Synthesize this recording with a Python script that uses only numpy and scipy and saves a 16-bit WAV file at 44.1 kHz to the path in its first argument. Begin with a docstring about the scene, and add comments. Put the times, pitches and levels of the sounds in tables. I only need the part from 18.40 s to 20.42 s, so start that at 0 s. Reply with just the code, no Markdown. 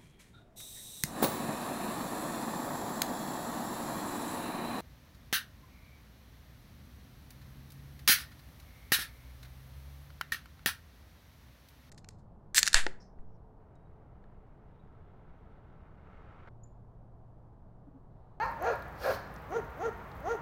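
"""A puppy's whining yelp comes first, then five short begging yips that rise and fall in pitch.
Each call is the buzz of the vocal folds, shaped by the throat and mouth. The yelp and the first two
yips break into a rasp, and air rushes through those two yips, most strongly the second.
Claws tick on the asphalt of a country road, the roadside bank and trees send back a dull echo,
and a faint outdoor rumble and hiss lie under it all."""
import sys
import numpy as np
from scipy import signal
from scipy.fft import rfft, irfft, next_fast_len
from scipy.io import wavfile
from scipy.ndimage import uniform_filter1d

SR = 44100
rng = np.random.default_rng(int(sys.argv[2]) if len(sys.argv) > 2 else 0)


def to_wav(sig):
    """Store sig (one row per channel, or 1-D mono) as 16-bit WAV at the path in sys.argv[1].

    Samples outside -1..1 are clipped; the rate is SR.
    """
    pcm = np.clip(np.atleast_2d(sig), -1, 1) * 32767
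    pcm = np.round(pcm).astype(np.int16)
    wavfile.write(sys.argv[1], SR, pcm.T)  # frames by channels


N = 88993
TIME = np.arange(N) / SR


def from_db(db):
    """Turn decibels into a gain to multiply by."""
    return 10 ** (np.asarray(db) / 20)


def rms_one(x):
    """Scale a signal so that its average strength (rms) is 1."""
    return x / np.sqrt(np.mean(x ** 2) + 1e-20)


def gain_at(spectrum, hz):
    """Look up the gain at these frequencies in a table of f/Hz, level/dB."""
    table_hz, db = np.transpose(spectrum)
    return from_db(np.interp(np.log(np.maximum(hz, 1)), np.log(table_hz), db))


def colour(x, spectrum):
    """Turn each frequency of a sound up or down as the table says."""
    size = next_fast_len(2 * len(x))
    gains = gain_at(spectrum, np.fft.rfftfreq(size, 1 / SR))
    return irfft(rfft(x, size) * gains, size)[:len(x)]


def noise(spectrum):
    """Noise of strength 1, coloured by the table."""
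    return rms_one(colour(rng.standard_normal(N), spectrum))


def drift(hz):
    """A random wobble of strength 1, mostly slower than this rate."""
    lowpass = signal.butter(2, hz, fs=SR, output="sos")
    return rms_one(signal.sosfilt(lowpass, rng.standard_normal(2 * N))[N:])


def resonate(x, hz, width_hz):
    """Make a sound ring at one frequency; a narrower width rings longer."""
    r = np.exp(-np.pi * width_hz / SR)
    feedback = [1, -2 * r * np.cos(2 * np.pi * hz / SR), r * r]
    return signal.lfilter(np.array([1, 0, -1]) * (1 - r * r) / 2, feedback, x + 1e-18)


def delayed(x, seconds):
    """The same sound, later."""
    return np.interp(TIME - seconds, TIME, x, left=0)


def swell(peak_s, rise_s, hold_s, fall_s, db):
    """A gain that climbs 20 dB per rise time, holds from peak_s, then drops 20 dB per fall time."""
    rises_to_go = np.maximum(peak_s - TIME, 0) / rise_s
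    falls_done = np.maximum(TIME - peak_s - hold_s, 0) / fall_s
    return from_db(db - 20 * (rises_to_go + falls_done))


def glide(rows):
    """Pitch and gain sliding through rows of t/s, f/Hz, level/dB; silent before and after."""
    times, hz, db = np.transpose(rows)
    sounding = (TIME >= times[0]) & (TIME < times[-1])
    return np.interp(TIME, times, hz), from_db(np.interp(TIME, times, db)) * sounding


def open_air(level_db=-46):
    """The steady, faint rumble and hiss of the outdoors."""
    # colour of the background: f/Hz, relative level/dB
    spectrum = [(22, -23), (45, -2.5), (62, -1.5), (100, -5), (160, -7), (260, -16.5), (420, -15),
                (850, -13), (1400, -17.5), (2000, -23), (3000, -35.5), (5000, -45), (8000, -51),
                (10500, -54.5), (15000, -43.5)]
    return from_db(level_db) * noise(spectrum)


def roadside_echo(x, bank_delay_s=0.064, build_s=0.025, fade_60db_s=0.85):
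    """The bank sends back one echo; the trees scatter many small ones that die away."""
    # how bank and trees colour what they send back: f/Hz, gain/dB
    echo_colour = [(250, 12), (470, -12.5), (700, -1), (930, 7.5), (1400, 2.5), (1750, 8), (2600, -1),
                   (4500, -0.5), (7000, -3), (14000, -43)]
    scatter = rng.standard_normal(N) * from_db(-60 * TIME / fade_60db_s)
    scatter *= 1 - np.exp(-TIME / build_s)
    trees = signal.fftconvolve(x, scatter / np.sqrt(np.sum(scatter ** 2)))[:N]
    bank = delayed(x, bank_delay_s)
    return colour(from_db(-12.5) * trees + from_db(-15) * bank, echo_colour)


def claws(decay_s=0.0028, grit_per_s=67, grit_db=-62.5, grit_spread_db=8.5, grit_hz=13800):
    """Claws scratch the asphalt and grit crunches under the paws: tiny ringing bursts of noise."""
    # ticks on the asphalt: t/s, level/dB, ring f/Hz
    ticks = [(.223, -46, 13700), (0.249, -55.5, 13300), (0.356, -54.5, 13500), (0.422, -51, 4100),
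             (.424, -59, 12100), (0.94, -57, 11600), (0.962, -54.5, 5160), (1.716, -57.5, 4040)]
    draws = rng.random((int(grit_per_s * N / SR), 2))
    grit = [(when * N / SR, grit_db - grit_spread_db * softness, grit_hz) for when, softness in draws]
    scratch, out = rng.standard_normal(N), np.zeros(N)
    for start_s, db, hz in ticks + grit:
        start = int(start_s * SR)
        burst = scratch[start:start + 1500]
        fade = np.exp(-TIME[:len(burst)] / decay_s)
        width_hz = 0.24 * hz
        ring = resonate(burst * fade, hz, width_hz)
        boost = np.sqrt(SR / (np.pi * width_hz))  # a narrow ring lets less noise through
        out[start:start + len(burst)] += from_db(db) * ring * boost
    return out


def air_rushes(bounce_s=0.0036, bounce_gain=0.92):
    """The hiss of a hoarse yip; its bounce off the road cancels evenly spaced frequencies."""
    # rushes of air through the mouth: peak t/s, rise/s, hold/s, fall/s, level/dB
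    rushes = [(.315, .06, 0.024, 0.1, -64), (.635, 0.062, 0.11, 0.066, -48)]
    # colour of the rushing air: f/Hz, relative level/dB
    spectrum = [(800, -22), (1700, -3.5), (2600, -7.5), (3600, -7.5), (4500, -3.5), (6000, -10.5),
                (7600, -18.5), (10500, -14.5), (13000, -13), (14500, -7), (16000, -18)]
    air = noise(spectrum)
    gain = sum(swell(*rush) for rush in rushes)
    return gain * rms_one(air + bounce_gain * delayed(air, bounce_s))


def rasps():
    """The voice breaks: the vocal folds flutter chaotically and make the throat ring."""
    # each rasp: peak t/s, rise/s, hold/s, fall/s, level/dB, gain of the upper rings/dB
    breaks = [(0.032, 0.037, 0.027, 0.095, -38.5, 10), (0.273, 0.072, 0.039, 0.085, -31, -0.5),
              (0.66, 0.049, 0.051, .05, -30, 0.5)]
    # where the rasping throat rings: f/Hz, width/Hz, relative level/dB
    throat = [(525, 32.6, 5), (704, 154, -6), (1000, 330, -14.5), (1354, 146, -11), (1652, 69, -10),
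              (2460, 280, -26), (4250, 510, -34.5)]
    flutter_band = signal.butter(2, [400, 6000], "band", fs=SR, output="sos")
    flutter = signal.sosfilt(flutter_band, rng.standard_normal(N))
    # alternating signs keep neighbouring rings from cancelling in the gap between them
    rings = [(-1) ** k * from_db(db) * resonate(flutter, hz, width_hz)
             for k, (hz, width_hz, db) in enumerate(throat)]
    out = np.zeros(N)
    for *shape, upper_db in breaks:
        rasp = sum(rings[:2]) + from_db(upper_db) * sum(rings[2:])
        strength = np.sqrt(uniform_filter1d(rasp * rasp, size=600) + 1e-12)
        out += swell(*shape) * rasp / strength  # evened out, so the swell sets the level
    return out


def voice(pitch, throat, roughness, overtone_gain):
    """The vocal folds buzz and the throat shapes the harmonics; roughness shakes pitch and level."""
    pitch_shake = 1 + 0.0928 * roughness * drift(hz=106.3)
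    level_shake = 1 + 0.94 * roughness * drift(hz=126)
    phase = 2 * np.pi * np.cumsum(pitch * pitch_shake) / SR
    harmonics = [gain_at(throat, k * pitch) * np.sin(k * phase) for k in range(1, 21)]
    return (harmonics[0] + overtone_gain * sum(harmonics[1:])) * level_shake


def yelp():
    """A whine that rings on its second harmonic; a thin squeal splits off as it breaks."""
    # path of the whine: t/s, pitch f/Hz, level before the throat/dB
    whine_path = [(0, 411.7, -30.5), (0.017, 440.5, -28.5), (0.037, 465.5, -27), (0.049, 454.3, -40),
                  (0.064, 435, -39), (0.088, 393, -42), (.12, 404, -69)]
    # the throat with the mouth more open than in a yip: f/Hz, gain/dB
    throat = [(400, -22.5), (600, -12), (880, 1.5), (1340, -13.5), (1780, -7.5), (2250, -20.5),
              (2750, -23.5), (3600, -43), (4400, -24.5), (5300, -56), (6300, -34), (7300, -70)]
    # path of the squeal: t/s, pitch f/Hz, level/dB
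    squeal_path = [(.025, 954, -67.5), (.04, 994, -33.5), (.06, 1083, -36), (.08, 1120, -66)]
    pitch, gain = glide(whine_path)
    whine = gain * voice(pitch, throat, roughness=0.12, overtone_gain=0.9)
    squeal_pitch, squeal_gain = glide(squeal_path)
    squeal = squeal_gain * np.sin(2 * np.pi * np.cumsum(squeal_pitch) / SR)
    return whine + squeal


def yips():
    """Five breathy yips share one arch of pitch and effort; the closing mouth dulls each at its end."""
    # each yip: start t/s, length/s, top pitch f/Hz, base level/dB, roughness/0-1, overtone gain/dB
    calls = [(0.164, .205, 476, -32, .12, 2), (.585, 0.18, 515, -37, 0.61, -2),
             (1.071, 0.16, 468, -30.5, 0.13, -2), (1.359, .167, 470, -31, 0.11, -0.5),
             (1.809, 0.18, 473, -31, .08, 1.5)]
    # the arch: share of the length, share of the top pitch, added level/dB, added overtone gain/dB
    arch = [(0, .53, -30, 2), (0.149, .6, -20.5, 0.5), (0.251, .68, -8, 0), (.35, .778, -1.5, -0.5),
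            (0.431, .86, -2, 4), (0.468, 0.96, -2.5, 5), (0.598, 1, 4, 1.5), (0.719, 0.97, 2, -7),
            (0.802, .89, 3, -14), (0.879, .77, -12, -18), (1.002, 0.58, -24, -14)]
    # how throat and muzzle shape a yip: f/Hz, gain/dB
    throat = [(250, -1.5), (370, -8.5), (470, 0), (620, 1.5), (780, -1.5), (930, -14), (1100, -9.5),
              (1240, -18.5), (1410, -7.5), (1560, -32.5), (1950, -19.5), (2300, -34.5), (3300, -39),
              (4800, -49), (6500, -41), (8000, -60)]
    # air hissing at the teeth: f/Hz, relative level/dB
    teeth_spectrum = [(1500, -14), (2500, -0.5), (4200, -9.5), (5300, -8), (6200, 5), (6900, -2),
                      (7700, -29.5), (11000, -39.5)]
    # breath slipping past the vocal folds: f/Hz, relative level/dB
    breath_spectrum = [(250, -37), (400, 1), (650, 0), (1000, -7.5), (1500, -12.5), (1950, -12.5),
                       (2400, -23), (4000, -40.5)]
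    share, bend, effort_db, mouth_db = np.transpose(arch)
    pitch, gain, roughness, overtone_gain = np.ones(N), np.zeros(N), np.zeros(N), np.zeros(N)
    for start_s, length_s, top_hz, db, call_roughness, overtone_db in calls:
        progress = (TIME - start_s) / length_s
        on = (progress >= 0) & (progress <= 1)
        pitch[on] = top_hz * np.interp(progress[on], share, bend)
        gain[on] = from_db(db + np.interp(progress[on], share, effort_db))
        overtone_gain[on] = from_db(overtone_db + np.interp(progress[on], share, mouth_db))
        roughness[on] = call_roughness
    teeth = from_db(-30) * noise(teeth_spectrum) * np.sqrt(overtone_gain)
    breath = from_db(-15.5) * noise(breath_spectrum)
    return gain * (voice(pitch, throat, roughness, overtone_gain) + teeth + breath)


def scene():
    """The puppies' calls, their echo, the open air and the claws, in one channel."""
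    puppies = yelp() + yips() + rasps() + air_rushes()
    return (puppies + roadside_echo(puppies) + open_air() + claws())[None]


def record(dry):
    """A steep filter cuts off the very highest treble."""
    cutoff_hz = 15850
    return signal.sosfilt(signal.ellip(12, .1, 80, cutoff_hz, fs=SR, output="sos"), dry)


dry = scene()
out = record(dry)
to_wav(out)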